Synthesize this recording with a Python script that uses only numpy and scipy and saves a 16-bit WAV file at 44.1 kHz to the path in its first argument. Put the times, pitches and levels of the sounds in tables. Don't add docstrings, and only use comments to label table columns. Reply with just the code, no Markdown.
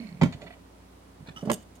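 import sys
import numpy as np
from scipy import signal
from scipy.fft import rfft, irfft, next_fast_len
from scipy.io import wavfile
from scipy.ndimage import uniform_filter1d, map_coordinates

SR = 44100
rng = np.random.default_rng(int(sys.argv[2]) if len(sys.argv) > 2 else 0)


def to_linear_factor(level_db):
    exponent = np.asarray(level_db, float) / 20
    return 10 ** exponent


def generate_wav(sig):
    pcm = np.round(np.clip(np.atleast_2d(sig).T, -1, 1) * 32767).astype(np.int16)
    wavfile.write(sys.argv[1], SR, pcm)


N = 79380

# pitch in Hz, level in dB.
HUM_LINES = [(59.2, -56.5), (91.5, -63), (183.0, -66), (269.2, -66.5)]
# frequency in Hz, level per Hz in dB.
AIR_COLOUR = [(15, -68), (25, -30), (70, -6.5), (134, -10), (285, -9), (489, -13), (988, -16),
              (1610, -23.5), (16000, -39)]
# frequency in Hz, likeness from -1 to 1.
AIR_ALIKE = [(60, 1), (240, 0.69), (950, -0.18), (3770, 0.07), (15000, 0.59)]
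# frequency in Hz, time to fall by 60 dB in seconds.
ROOM_DECAY = [(150, 0.27), (1000, 0.2), (4000, 0.37), (12000, 0.17)]

# pitch in Hz, width in Hz, level in dB.
BENCH_TONES = [(93.1, 2.8, -2), (150, 9.2, -19), (170, 40, 3), (237.5, 40, 5), (327, 78, -25),
               (400, 5.4, -20)]
# time in seconds, level in dB, contact in ms.
THUMPS = [(.2148, -6.5, 3.35), (.2205, 3, 4.18), (.2335, -2.5, 1.9), (.242, -8, 1.78), (.256, -4.5, 3.8),
          (.343, -10.5, 7.2), (1.204, -22, 5.3), (1.224, -22.5, 5.1), (1.282, -27, 2.7),
          (1.300, -21.5, 5.3), (1.364, -31, 2), (1.428, -21.5, 1.52), (1.472, -14.5, 2.6),
          (1.499, -33.5, 1.4), (1.510, -24.5, 0.56)]
# start in seconds, length in seconds, level in dB, pitch in Hz.
GROAN = [(0, 0.029, -37, 231.3), (.036, 0.025, -40.5, 210.3), (.06, 0.03, -48, 195.6),
         (.09, 0.011, -45.5, 173.5), (.117, 0.011, -39.5, 170), (.143, 0.013, -41, 166),
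         (.165, .011, -45.5, 163), (.195, 0.015, -41.5, 170)]
# time in seconds, level in dB.
SETTLE = [(.26, -34), (.3, -47.5), (.39, -50.5), (.43, -41.5), (.5, -56), (.6, -58)]
# time in seconds, level in dB.
DRAG = [(1.424, -42), (1.432, -33), (1.447, -41), (1.457, -30), (1.466, -39), (1.5, -23), (1.515, -21),
        (1.53, -30), (1.59, -66)]
# pitch in Hz, width in Hz, level in dB.
GROAN_WOOD = [(203, 110, 5.5), (413, 37, -2), (610, 100, -6.5)]
SETTLE_WOOD = [(223, 110, 3), (402, 54, -5.0), (602, 180, -4.5)]
DRAG_WOOD = [(132, 77, -1.5), (418.5, 64, 2.5), (590, 42, 3.0)]

# pitch in Hz, width in Hz, level in dB.
JAW_TONES = [(1300, 45, 4), (1710, 28, -8), (3030, 33, 0), (5830, 27, -2)]
# frequency in Hz, level in dB.
JAW_CROWD = [(700, -13), (3200, -23.5), (6000, -30), (10000, -40)]
# start in seconds, length in seconds, level in dB.
JAW_RATTLES = [
    (1.362, 0.035, -49.5),
    (1.404, .014, -57),
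    (1.452, 0.041, -54),
]
# pitch in Hz, width in Hz, level in dB.
BEAM_TONES = [(578.5, 35, 9), (1123, 250, 10.5), (1900, 24, -19)]
# frequency in Hz, level in dB.
BEAM_CROWD = [(400, -11.5), (1300, -8), (4000, -20.5), (8000, -23.5), (15000, -32)]
# time in seconds, level in dB, contact in ms.
KNOCKS = [(1.4275, -37, 0.38), (1.438, -37, .5), (1.4735, -24, 0.58), (1.4988, -10.5, 0.18),
          (1.5025, -14, 0.18), (1.5075, -21, 0.12), (1.5155, -14.5, 0.18)]
# pitch in Hz, width in Hz, level in dB.
TING_TONES = [(1300, 60, -3), (2960, 65, 0), (3280, 120, -14), (5750, 90, -8), (7900, 150, -22),
              (8689, 120, -21)]
# time in seconds, level in dB, contact in ms.
TINGS = [(1.3615, -35, .1), (1.364, -56, 0.076), (1.367, -37, 0.031), (1.3716, -31, 0.13),
         (1.381, -41, 0.053), (1.403, -52, .04), (1.411, -42, 0.069), (1.418, -51, 0.034),
         (1.4539, -46, .02)]
# pitch in Hz, width in Hz, level in dB.
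TRAY_TONES = [(680, 140, 6), (1830, 97, 2), (3460, 51, 5), (4200, 230, -1)]
# frequency in Hz, level in dB.
TRAY_CROWD = [(300, -21), (1000, -8.5), (2500, -12), (5000, -24), (8000, -26)]
# start in seconds, length in seconds, level in dB.
TRAY_RATTLES = [(1.261, 0.011, -53), (1.272, 0.0077, -49), (1.284, 0.012, -45), (1.305, 0.016, -56.5)]
# pitch in Hz, width in Hz, level in dB.
SLIDE_TONES = [(2980, 95, 3), (4950, 100, -3), (5950, 32, -3), (6830, 63, -7), (8170, 52, 9),
               (8880, 170, 7)]
# frequency in Hz, level in dB.
SLIDE_CROWD = [(1500, -23), (5500, -14), (8800, -6.5), (9600, -16), (14000, -16), (15600, -32)]
# time in seconds, level in dB, contact in ms.
CLICKS = [(1.5025, -24, 0.047), (1.5168, -16.5, 0.021), (1.5325, -18.5, 0.072), (1.541, -24, 0.052)]
# start in seconds, length in seconds, level in dB.
SLIDE_RATTLES = [(1.364, 0.034, -65), (1.404, 0.039, -65), (1.453, 0.0033, -59), (1.518, 0.0061, -35.5),
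                 (1.532, .014, -40), (1.572, 0.058, -66), (1.752, 0.012, -61.5)]

# pitch in Hz, width in Hz, level in dB.
PIN_TONES = [(2150, 150, 5), (4300, 200, 3), (2750, 200, -6)]
# time in seconds, level in dB, contact in ms.
SLIPS = [(.0005, -40, .05), (.013, -55, 0.2), (.018, -46, 0.06), (.024, -48, 0.054), (.042, -51, 0.055),
         (.052, -64, 0.048), (.060, -51, 0.036), (.0707, -43, 0.037), (.0765, -51, 0.067),
         (.0892, -43, 0.036), (.111, -56, .15), (.1266, -47.5, 0.068), (.1461, -47, 0.19),
         (.1735, -57, 0.13)]
# start in seconds, length in seconds, level in dB.
PIN_RATTLES = [(0, .09, -68)]
# pitch in Hz, width in Hz, level in dB.
IRON_TONES = [(660, 44, 6), (884, 90, 15.5), (1040, 64, 13), (1374, 26, 9.5), (2185, 250, 7)]
# frequency in Hz, level in dB.
IRON_CROWD = [(350, 3), (1200, -9.5), (2300, -9.5), (5000, -15.5), (9500, -20)]
# time in seconds, level in dB, contact in ms.
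CLUNKS = [(.2128, -15, 0.25), (.2152, -9.5, 0.39), (.2205, -12.5, 0.11), (.2335, -16.5, 0.29),
          (.2365, -18.5, 0.17), (.247, -34, 0.96), (.2575, -27.5, 0.18)]
# start in seconds, length in seconds, level in dB.
FRAME_RATTLES = [(.2135, 0.0035, -33), (.219, 0.015, -39.5), (.234, 0.0033, -37.5), (.248, 0.019, -51)]
# frequency in Hz, level in dB.
SNAP_CROWD = [(1800, 5), (4000, -6.5), (8000, -11), (11000, -10), (16000, -34)]
# time in seconds, level in dB, contact in ms.
SNAPS = [(.2331, -25, .02), (.2345, -29, .02), (.2365, -29, .03), (.2555, -42, .05)]
# start in seconds, length in seconds, level in dB.
SNAP_RATTLES = [
    (0, 0.086, -58.5),
    (.09, 0.13, -67),
    (.2332, 0.0044, -42),
]
# pitch in Hz, width in Hz, level in dB.
LINK_TONES = [(1402, 28, -6), (2017, 83, 3), (2293, 86, 0.5), (2970, 57, 0.5), (3400, 43, -12.5),
              (4340, 50, -1), (7100, 140, -13)]
# frequency in Hz, level in dB.
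LINK_CROWD = [(600, -16), (1400, -31), (2400, -15.5), (4300, -17), (5000, -23.5), (10000, -34)]
# time in seconds, level in dB, contact in ms.
LINK_TICKS = [(.3248, -33, .04), (.328, -39, 0.032), (.3365, -36, 0.075), (.345, -50, .1),
              (.4136, -46, .04), (.418, -36, 0.058), (.4311, -51, 0.046), (.464, -40, 0.19),
              (.473, -45, .22), (.484, -54, 0.22), (.5064, -28, 0.37), (.5248, -53, 0.38), (.536, -47, .22)]
# start in seconds, length in seconds, level in dB.
LINK_RATTLES = [(.325, 0.014, -46), (.414, 0.028, -53.5)]
# start in seconds, length in seconds, level in dB.
LINK_SCRAPES = [(.36, 0.015, -65), (.463, 0.021, -47.5), (.5, .012, -51.5), (.522, 0.018, -50.5)]


def unit(x):
    return x / np.sqrt(np.mean(x ** 2) + 1e-20)


def along(points, hz):
    f, value = np.transpose(points)
    return np.interp(np.log(hz + 1), np.log(f + 1), value)


def stroke(rows):
    s, db = np.transpose(rows)
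    return to_linear_factor(np.interp(np.arange(N) / SR, s, db, -120, -120))


def wander(points_per_s, count=400):
    return map_coordinates(rng.standard_normal(count), [np.arange(N) / SR * points_per_s])


def filtered(x, response):
    m = next_fast_len(N + SR // 2)
    hz = np.fft.rfftfreq(m, 1 / SR)
    return irfft(rfft(x, m) * response(hz), m)[..., :N]


def dulled(x, hz):
    return filtered(x, lambda f: (1 / (1 + 1.4j * f / hz - (f / hz) ** 2)) ** 2)


def placed(x, pan_db, lag_s):
    side = np.array([[1], [-1]])
    return filtered(x * to_linear_factor(pan_db / 2 * side), lambda f: np.exp(-1j * np.pi * f * lag_s * side))


def ring(modes, spread_db, crowd=None, loss=0.03, count=240, rise_s=1e-6):
    hz, width, db = np.transpose(modes)
    phase = np.zeros((2, len(hz)))
    if crowd:
        f = np.exp(rng.uniform(*np.log([crowd[0][0], crowd[-1][0]]), count))
        hz = np.r_[hz, f]
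        width = np.r_[width, loss * f + 45]
        db = np.r_[db, along(crowd, f) + rng.normal(0, 3, count)]
        crowd_phase = rng.normal(0, .8, (2, count)) + rng.uniform(0, 2 * np.pi, count)
        phase = np.c_[phase, crowd_phase]
    t = np.arange(SR // 16 if crowd else SR // 8)[:, None, None] / SR
    left_right_db = np.outer([1, -1], min(spread_db, 3) * rng.standard_normal(len(hz)))
    size = to_linear_factor(db + left_right_db) * width
    fade = np.exp(-np.pi * width * t) * (1 - np.exp(-t / rise_s))
    return (size * fade * np.sin(2 * np.pi * hz * t + phase)).sum(2).T


def body(force, tick, order):
    answer = tick / np.linalg.norm(tick, order, axis=1).mean()
    return signal.fftconvolve(force[None], answer, axes=1)[:, :N]


def blows(rows):
    t = np.arange(N) / SR
    force = np.zeros(N)
    for s, db, ms in rows:
        pulse = np.exp(-.5 * ((t - s - ms / 2000) / (ms / 4000 + 1e-6)) ** 2)
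        force += to_linear_factor(db) * pulse / pulse.sum()
    return force


def struck(rows, tick):
    return body(blows(rows), tick, np.inf)


def rattle(rows, tick, tail_s=.012):
    grains_per_s, grain_spread_db, edge_s = 6000, 2.5, .002
    t = np.arange(N) / SR
    hits = rng.random(N) < grains_per_s / SR
    grains = hits * to_linear_factor(grain_spread_db * rng.exponential(size=N)) * rng.standard_normal(N)
    shape = np.zeros(N)
    for s, length, db in rows:
        fade_db = -60 * np.clip(t - s - length, 0, 1) / tail_s
        shape += to_linear_factor(db + fade_db) * np.clip(4 * (t - s) / edge_s + .5, 0, 1)
    return body(unit(grains) * shape, tick, order=2)


def rub(gain, modes):
    return body(gain * rng.standard_normal(N), ring(modes, spread_db=0), order=2)


def air():
    z = signal.stft(rng.standard_normal((2, N + 512)), nperseg=512)[2]
    patches = uniform_filter1d(uniform_filter1d(rng.standard_normal(z.shape[1:]), 6, 0), 12, 1)
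    pair = signal.istft(z * to_linear_factor(0.15 * unit(patches)), nperseg=512)[1][:, :N]

    def colour(hz):
        angle = np.arccos(np.clip(along(AIR_ALIKE, hz), -1, 1)) / 2
        return to_linear_factor(along(AIR_COLOUR, hz)) * np.array([np.cos(angle), np.sin(angle)])

    mid, side = filtered(pair, colour)
    noise = np.array([mid + side, mid - side]) * to_linear_factor(-56) / np.std(mid)
    t = np.arange(N) / SR
    hum = np.zeros(N)
    for hz, db in HUM_LINES:
        level = to_linear_factor(db + 4.5 + 0.74 * wander(6, 20))
        hum += level * np.sin(2 * np.pi * hz * t + 1.1 * wander(6, 20))
    return placed(noise + hum, -1.8, -0.00011)


def room(x):
    hz, t, z = signal.stft(rng.standard_normal((2, SR // 2)), SR, nperseg=256)
    z = z[:1] + np.clip(hz / 900, .25, 1)[:, None] * (z - z[:1])
    fade = to_linear_factor(-60 * t / along(ROOM_DECAY, hz)[:, None])
    tail = signal.istft(z * fade, SR, nperseg=256)[1]
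    late = np.pad(x.mean(0), (130, 0))[None]
    return signal.fftconvolve(late, tail / np.linalg.norm(tail[0]), axes=1)[:, :N]


def lever_groan():
    edge_s = 0.0071
    t = np.arange(N) / SR
    load = np.zeros(N)
    for s, length, db, hz in GROAN:
        load += to_linear_factor(db) * np.clip(np.minimum(t - s, s + length - t) / edge_s + 1, 0, 1)
    middles = [s + length / 2 for s, length, db, hz in GROAN]
    judder_hz = np.interp(t, middles, [hz for s, length, db, hz in GROAN])
    turns = 2 * np.pi * np.cumsum(judder_hz * (1 + 0.076 * wander(57.6))) / SR
    judder = load * to_linear_factor(3.5 + 0.88 * wander(61.0)) * np.sin(turns)
    return judder + rub(load * to_linear_factor(-9), GROAN_WOOD)


def caliper_drag():
    pull = stroke(DRAG)
    turns = 2 * np.pi * np.cumsum(212 * (1 + 0.1178 * wander(70))) / SR
    judder = pull * to_linear_factor(1.0 + 1.3 * wander(51.7)) * np.sin(turns)
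    return judder + rub(pull * to_linear_factor(-5), DRAG_WOOD)


def bench():
    thumps = struck(THUMPS, ring(BENCH_TONES, spread_db=.4))
    settle = rub(stroke(SETTLE), SETTLE_WOOD)
    top = thumps + lever_groan() + settle + caliper_drag()
    top = filtered(top, lambda hz: (1j * hz / (70 + 1j * hz)) ** 4)
    return placed(top, -5.5, .00004)


def caliper():
    wood = rattle(JAW_RATTLES, ring(JAW_TONES, 6, JAW_CROWD), tail_s=0.025)
    wood = wood + struck(KNOCKS, ring(BEAM_TONES, 5.1, BEAM_CROWD))
    wood = wood + struck(TINGS, ring(TING_TONES, 1, rise_s=0.0012))
    wood = wood + rattle(TRAY_RATTLES, ring(TRAY_TONES, 5.5, TRAY_CROWD), tail_s=0.026)
    tick = ring(SLIDE_TONES, 2.4, SLIDE_CROWD, loss=0.029)
    slide = struck(CLICKS, tick) + rattle(SLIDE_RATTLES, tick, tail_s=.045)
    return placed(wood, -4.0, 0.00024) + placed(slide, -6.5, -0.000015)


def press():
    pin = ring(PIN_TONES, 4.9, rise_s=0.00086)
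    slips = struck(SLIPS, pin) + rattle(PIN_RATTLES, pin)

    stop = struck(CLUNKS, ring(IRON_TONES, 3.6, IRON_CROWD, loss=0.011))
    frame = ring(IRON_TONES[-1:], 3.8, IRON_CROWD, loss=0.051)
    stop = dulled(stop + rattle(FRAME_RATTLES, frame, tail_s=0.071), hz=8100)

    snap = ring(IRON_TONES[-1:], 2, SNAP_CROWD, loss=0.02)
    ram = struck(SNAPS, snap) + rattle(SNAP_RATTLES, snap, tail_s=0.15)

    link = ring(LINK_TONES, 3.8, LINK_CROWD, loss=0.0074)
    links = struck(LINK_TICKS, link) + rattle(LINK_RATTLES, link, tail_s=0.05)
    links = links + dulled(rattle(LINK_SCRAPES, link, tail_s=.02), hz=4200)
    return placed(slips + stop + ram + links, -6.0, 0.00014)


def scene():
    wood, iron, steel = bench(), press(), caliper()
    echoes = to_linear_factor(-10) * room(wood) + to_linear_factor(-10) * room(iron) + to_linear_factor(-15) * room(steel)
    return air() + wood + iron + steel + echoes


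def roll_off(x):
    return signal.sosfilt(signal.butter(12, 16220, fs=SR, output="sos"), x)


def record(dry):
    top_hz, bass_hz = 16220, 45
    mix = filtered(dry, lambda hz: (hz < top_hz) * (1j * hz / (bass_hz + 1j * hz)) ** 2)
    return roll_off(mix)


dry = scene()
out = record(dry)
generate_wav(out)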